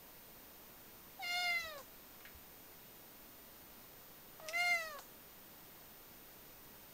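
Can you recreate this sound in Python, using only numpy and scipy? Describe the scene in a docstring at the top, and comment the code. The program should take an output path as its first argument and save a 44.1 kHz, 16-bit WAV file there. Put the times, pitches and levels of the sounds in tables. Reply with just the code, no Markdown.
"""Under everything lie steady room hiss and a thin electronic whine, in a small quiet closet.
A cat close by meows: stacked partials start behind shut lips, open to a bright vowel and sink in pitch.
The throat clicks shut and the cat licks once, both as short ringing crackles; soft low bumps fall nearby.
Then come small wet ticks and a second, hoarser meow; the lips smack as they open, and the throat shuts."""
import sys
import numpy as np
from scipy import signal
from scipy.fft import rfft, irfft
from scipy.io import wavfile

SR = 44100
rng = np.random.default_rng(int(sys.argv[2]) if len(sys.argv) > 2 else 0)


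def waveform_to_disk(signal):
    """Save audio, clipped to [-1, 1], as 16-bit WAV at the path in sys.argv[1]."""
    frames = np.transpose(np.atleast_2d(signal))
    scaled = np.clip(frames, -1, 1) * 32767
    samples = np.round(scaled).astype(np.int16)
    wavfile.write(sys.argv[1], SR, samples)


N = 305613
TIME = np.arange(N) / SR
BINS = np.fft.rfftfreq(N, 1 / SR)
CUTOFF_HZ = 15700

# the course of each meow, one row a meow: (start [s], end [s], lips part [s], mouth widest [s],
# "a" turns to "ow" [s], vowel level [dB], overtone level [dB], octave level through shut lips [dB],
# extra roughness at the start [0-1])
MEOW_COURSE = [(1.195, 1.819, 1.225, 1.364, 1.572, -36.5, -44, -65.5, 0.24),
               (4.411, 5, 4.533, 4.595, 4.728, -32.5, -46, -60, 0.56)]
# how fast the vocal folds swing, one table a meow: (time [s], pitch [Hz])
FOLD_PITCH = [
    [(1.195, 791), (1.249, 698), (1.421, 716.6), (1.613, 672.9), (1.693, 631), (1.733, 600), (1.775, 555),
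     (1.793, 555), (1.815, 488.4)],
    [(4.41, 633.8), (4.454, 641), (4.466, 618), (4.488, 621.6), (4.56, 691), (4.64, 707.5), (4.722, 697.6),
     (4.89, 622.7), (4.98, 545), (4.99, 548.2)],
]
# strength of the lowest partial, one table a meow: (time [s], level [dB])
LOWEST_PARTIAL = [
    [(1.195, -48), (1.241, -51), (1.257, -61.5), (1.371, -44.5), (1.469, -46), (1.619, -65), (1.665, -52),
     (1.709, -58.5), (1.745, -50), (1.82, -56)],
    [(4.41, -60.5), (4.448, -53.5), (4.478, -54), (4.63, -44), (4.824, -49), (4.908, -58.5), (4.954, -52.5),
     (4.995, -59)],
]
# how the throat colours the overtones, one table a meow: (frequency [Hz], relative level [dB])
THROAT_COLOUR = [
    [(2300, 2), (2750, 5), (3250, -8.5), (3520, -0.5), (3800, 2), (4080, 1), (4700, -5.5), (4980, 0.5),
     (5400, -10.5), (5950, -16), (6400, -12), (7150, -14.5), (7800, -29), (9300, -18), (10000, -23),
     (10700, -19.5), (15000, -38)],
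    [(2300, -4), (2750, 4), (3250, -11), (3600, -10), (4250, -0.5), (4650, -3), (4950, -5), (5650, -13),
     (6300, -6), (7100, -14), (7750, -14), (9800, -19.5), (10600, -14.5), (12000, -30), (15000, -27)],
]
# second partial: with the mouth wide, and as the vowel darkens to "ow"
OCTAVE_OPEN_DB, OCTAVE_OW_DB = -52.5, -55
# roughness: the hoarse start clears, and the voice breaks into a creak as it runs out
CLEAR_ROUGH, HOARSE_S, CREAK_ROUGH, CREAK_S = 0.11, 0.076, 1, 0.03
# time constants: the second and third partials build up, and the low partials fade at the end
BUILD_S, FADE_S = .015, .008


def meow(course, pitch, fundamental, throat,
         jitter=0.0272, waver=0.0033, shimmer=0.31,  # shares of the pitch, pitch and loudness
         flutter_db=3.0, low_flutter_db=1.45, air_db=-3,
         smear=.25, scatter=0.071,  # phase shifts [radians]
         attack_s=.003, release_s=0.0024, count=26):
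    """A stack of partials from the vocal folds, shaped by the mouth, with air hissing on every opening."""
    start, end, part_s, widest_s, turn_s, vowel_db, over_db, shut_db, hoarse = course
    on = (TIME > start - attack_s) & (TIME < end + release_s)
    t = TIME[on]
    (hz,) = at_times(pitch, t)
    (first_db,) = at_times(fundamental, t)
    mouth, closing = gape(t, part_s, widest_s, end)
    hoarseness = hoarse * np.exp((start - t) / HOARSE_S)
    creak = CREAK_ROUGH * np.exp((t - end) / CREAK_S)
    rough = CLEAR_ROUGH + hoarseness + creak

    # the second partial grows with the open mouth and swells again toward "ow"
    octave = from_db(shut_db) + from_db(OCTAVE_OPEN_DB) * mouth ** 2
    octave = octave + from_db(OCTAVE_OW_DB) * closing ** 2
    # the third partial rides the mouth's main resonance
    vowel = from_db(vowel_db) * vowel_gain(t, 3 * hz, part_s, widest_s, turn_s, end)
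    fading = 1 - np.exp(-np.maximum(end - t, 0) / FADE_S)
    pressed = (1 - np.exp(-np.maximum(t - start, 0) / BUILD_S)) * fading
    low = [from_db(first_db) * fading]
    for level in (octave, vowel):
        low.append(pressed * level * from_db(low_flutter_db * drift(21, len(t))))
    bright = from_db(over_db) * mouth

    # the folds waver slowly, and stumble from cycle to cycle where the voice is rough
    hz = hz * (1 + waver * drift(30.7, len(t)) + jitter * rough * drift(240, len(t)))
    phase = 2 * np.pi * np.cumsum(hz) / SR
    orders = np.arange(1, count + 1)[:, None]

    # overtones slide through the throat's resonances and flutter each on its own
    over_hz = orders[3:] * hz
    over = gain_at(throat, over_hz) * (over_hz < CUTOFF_HZ)
    over = over * from_db(flutter_db * np.array([drift(22.4, len(t)) for _ in over]))
    over = over / np.sqrt(np.sum(over ** 2, axis=0)) * bright

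    # the throat delays high partials, so each pulse is smeared over part of its cycle
    angles = orders * phase - smear * orders ** 2
    # no two closures of the folds are alike: the highest partials fray into noise
    fray = np.array([drift(250, len(t)) for _ in orders])
    angles = angles + scatter * orders ** 2 / 20 * fray
    tone = -np.sqrt(2) * np.sum(np.vstack([low, over]) * np.cos(angles), axis=0)
    tone = tone * (1 + shimmer * rough * drift(210, len(t)))

    # rough folds leak more air
    air_colour = [(300, -4), (900, -11), (2200, 9), (5000, 6), (8000, 6), (10500, -4), (12300, -3),
                  (15000, -19)]  # (Hz, dB)
    air = noise(air_colour)[on] * rough * bright * from_db(air_db) * (1 + np.cos(phase))
    out = np.zeros(N)
    out[on] = (tone + air) * np.interp(t, [t[0], start, end, t[-1]], [0, 1, 1, 0])
    return out


# the lips spring apart to a share of the full gape, the jaw drops on, then eases shut after the voice ends
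PART_S, PART_SHARE, SHUT_AFTER_S, SHUT_LEAK = 0.0068, 0.33, 0.028, 0.038
# overtones seep out just before the lips part: share of the full gape, and for about how long
SEEP_SHARE, SEEP_S = 0.17, 0.02
# the jaw eases shut by a cosine of this power
CLOSING_POWER = 2.11


def gape(t, part_s, widest_s, end_s):
    """Mouth opening (sudden parting, rise, smooth close, plus a small leak), and progress of the close 0-1."""
    stages = [part_s - SEEP_S - PART_S, part_s - PART_S / 2, part_s + PART_S / 2, widest_s]
    rise = np.interp(t, stages, [0, SEEP_SHARE, PART_SHARE, 1])
    closing = np.clip((t - widest_s) / (end_s + SHUT_AFTER_S - widest_s), 0, 1)
    return SHUT_LEAK + rise * np.cos(np.pi / 2 * closing) ** CLOSING_POWER, closing


# the mouth's main resonance
VOWEL_HZ, VOWEL_WIDTH_HZ = 2080, 210
# it leaps as the lips part, swells up to the turn to "ow", then drops: dB relative to its top
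VOWEL_SHUT_DB, VOWEL_PARTED_DB, VOWEL_WIDE_DB, VOWEL_OW_DB, VOWEL_END_DB = -26.5, -7, -4, -7.5, -18.5
TURN_S = 0.035


def vowel_gain(t, hz, part_s, widest_s, turn_s, end_s):
    """Gain of a partial at hz in the mouth's main resonance, through the stages of "m-ee-a-ow"."""
    stages = [part_s - PART_S / 2, part_s + PART_S / 2, widest_s, turn_s, turn_s + TURN_S, end_s]
    levels = [VOWEL_SHUT_DB, VOWEL_PARTED_DB, VOWEL_WIDE_DB, 0, VOWEL_OW_DB, VOWEL_END_DB]
    db = np.interp(t, stages, levels)
    return from_db(db) / np.hypot(1, 2 * (hz - VOWEL_HZ) / VOWEL_WIDTH_HZ)


# small wet ticks of tongue and lips, and the lick:
# (time [s], peak level [dB], centre [Hz], width [Hz], decay by 60 dB [s])
WET_TICKS = [(2.205, -50, 800, 1200, 0.085), (2.251, -44.5, 1750, 800, 0.19),
             (2.255, -53, 4000, 3000, .025), (4.3985, -42.5, 836, 447, .03),
             (4.465, -44, 1800, 4000, .0044), (4.532, -39, 2150, 900, .014), (4.987, -40, 1400, 700, .011)]
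# the strongest snap as the lips unstick: (time [s], peak level [dB])
STRONGEST_SNAP = (4.4855, -34)
# what each snap rings with: (frequency [Hz], relative level [dB], width [Hz], decay by 60 dB [s])
LIP_RING = [(2420, -1, 920, 0.022), (5000, -0.5, 1700, 0.023), (8540, -7, 4000, .011)]
# the throat shuts at the end of each meow: (time [s], peak level [dB])
THROAT_SHUTS = [(1.779, -47.5), (4.988, -45.5)]
# each shutting is a low pop, a wet tick and a fizz of saliva:
# (frequency [Hz], relative level [dB], width [Hz], decay by 60 dB [s])
THROAT_RING = [(620, -2, 520, 0.17), (4300, -2, 1200, .045), (6700, -5, 2400, 0.26)]
# a faint snap comes first, then the strongest, then weaker ones
SNAP_GAP_S, SNAP_LOSS_DB, FIRST_SNAP_DB = .0062, 7, -17


def smacks(count=3):
    """Lone ticks, the run of snaps as the lips unstick, and the closure that ends each meow."""
    smack_s, smack_db = STRONGEST_SNAP
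    snaps = [(smack_s - SNAP_GAP_S, smack_db + FIRST_SNAP_DB)]
    snaps += [(smack_s + k * SNAP_GAP_S, smack_db - k * SNAP_LOSS_DB) for k in range(count)]
    out = sum(wet_click(*tick) for tick in WET_TICKS)
    for events, ring in ((snaps, LIP_RING), (THROAT_SHUTS, THROAT_RING)):
        for s, db in events:
            for hz, ring_db, width_hz, t60 in ring:
                out = out + wet_click(s, db + ring_db, hz, width_hz, t60)
    return out


def wet_click(s, db, hz, width_hz, t60):
    """A film of saliva snaps: a short burst of crackle ringing in the mouth."""
    out = np.zeros(N)
    t = TIME[:SR // 5]
    crackle = rng.standard_normal(len(t)) * dying(t, t60)
    burst = resonate(resonate(crackle, hz, width_hz), hz, 3 * width_hz)
    at = round(s * SR)
    out[at:at + len(t)] = from_db(db) * burst / np.abs(burst).max()
    return out


# soft bumps on the microphone's case: (time [s], starting level [dB], frequency [Hz], decay by 60 dB [s])
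CASE_BUMPS = [(1.639, -51.5, 74, 0.13), (2.348, -51, 72, .16)]


def bumps():
    """The hand shifts on the case: a few low cycles that die away."""
    out = np.zeros(N)
    for s, db, hz, t60 in CASE_BUMPS:
        t = np.maximum(TIME - s, 0)
        out += from_db(db) * np.sin(2 * np.pi * hz * t) * dying(t, t60)
    return out


# colour of the closet's diffuse sound: (frequency [Hz], relative level [dB])
CLOSET_COLOUR = [(600, -5.5), (2100, -13), (3000, -4), (6000, -1), (14000, -0.5)]
# time the tail takes to lose 60 dB, and its level before colouring
ROOM_T60_S, ROOM_DB = 0.15, -3


def closet(x, first_s=.004):
    """Adds a short tail of scattered echoes, damped by hanging clothes."""
    t = TIME[:SR // 2]
    tail = rng.standard_normal(len(t)) * dying(t, ROOM_T60_S) * (t > first_s)
    tail = from_db(ROOM_DB) * tail / np.sqrt(np.sum(tail ** 2))
    return irfft(rfft(x) * (1 + rfft(tail, N) * gain_at(CLOSET_COLOUR, BINS)), N)


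# colour of the room hiss: (frequency [Hz], relative level per Hz [dB])
HISS_COLOUR = [(12, 2), (28, -5), (55, -8), (90, -8), (220, -5.5), (400, -7), (700, -9.5), (1500, -13.5),
               (3200, -17), (6900, -19.5), (7700, -23), (8300, -20), (12000, -20.5), (15500, -17)]
HISS_DB = -58
# the electronic whine, a single tone: (frequency [Hz], rms level [dB])
WHINE_TONE = (14505.5, -61.9)


def background(unrest=.12):
    """Steady room hiss, made of coloured noise, and a whine whose phase wanders slightly."""
    hz, db = WHINE_TONE
    whine = np.sqrt(2) * from_db(db) * np.sin(2 * np.pi * hz * TIME + unrest * drift(60, N))
    return from_db(HISS_DB) * noise(HISS_COLOUR) + whine


def from_db(db):
    """Decibels to gain."""
    return 10 ** (np.asarray(db) / 20)


def rms_one(x):
    """Scale to unit power."""
    return x / np.sqrt(np.mean(x ** 2) + 1e-20)


def at_times(rows, t):
    """Each column of a curve at the times t."""
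    s, *columns = np.transpose(rows)
    return [np.interp(t, s, c) for c in columns]


def gain_at(spectrum, hz):
    """Gain of a spectrum, read on a log-frequency axis."""
    points, db = np.transpose(spectrum)
    return from_db(np.interp(np.log(hz + 1e-9), np.log(points), db))


def noise(spectrum):
    """Noise of the given colour, rms 1."""
    return rms_one(irfft(rfft(rng.standard_normal(N)) * gain_at(spectrum, BINS), N))


def drift(rate_hz, size):
    """Random wander slower than about rate_hz, rms 1."""
    lowpass = signal.butter(2, rate_hz, fs=SR, output="sos")
    slow = signal.sosfilt(lowpass, rng.standard_normal(size + SR))
    return rms_one(slow[SR:])  # skip the filter's first second


def resonate(x, hz, width_hz):
    """One resonance with gain about 1 on top."""
    r = np.exp(-np.pi * width_hz / SR)
    feed = np.array([1, 0, -1]) * (1 - r * r) / 2
    return signal.lfilter(feed, [1, -2 * r * np.cos(2 * np.pi * hz / SR), r * r], x)


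def dying(t, t60):
    """Envelope that loses 60 dB in t60."""
    return np.exp(-np.log(1000) * t / t60)


def scene():
    """The cat in its closet, the same in both channels."""
    calls = zip(MEOW_COURSE, FOLD_PITCH, LOWEST_PARTIAL, THROAT_COLOUR)
    cat = sum(meow(*call) for call in calls) + smacks()
    mono = closet(cat) + bumps() + background()
    return np.array([mono, mono])


def record(dry):
    """The top is cut steeply above CUTOFF_HZ."""
    lowpass = signal.ellip(12, .1, 70, CUTOFF_HZ, fs=SR, output="sos")
    return signal.sosfilt(lowpass, dry)


dry = scene()
out = record(dry)
waveform_to_disk(out)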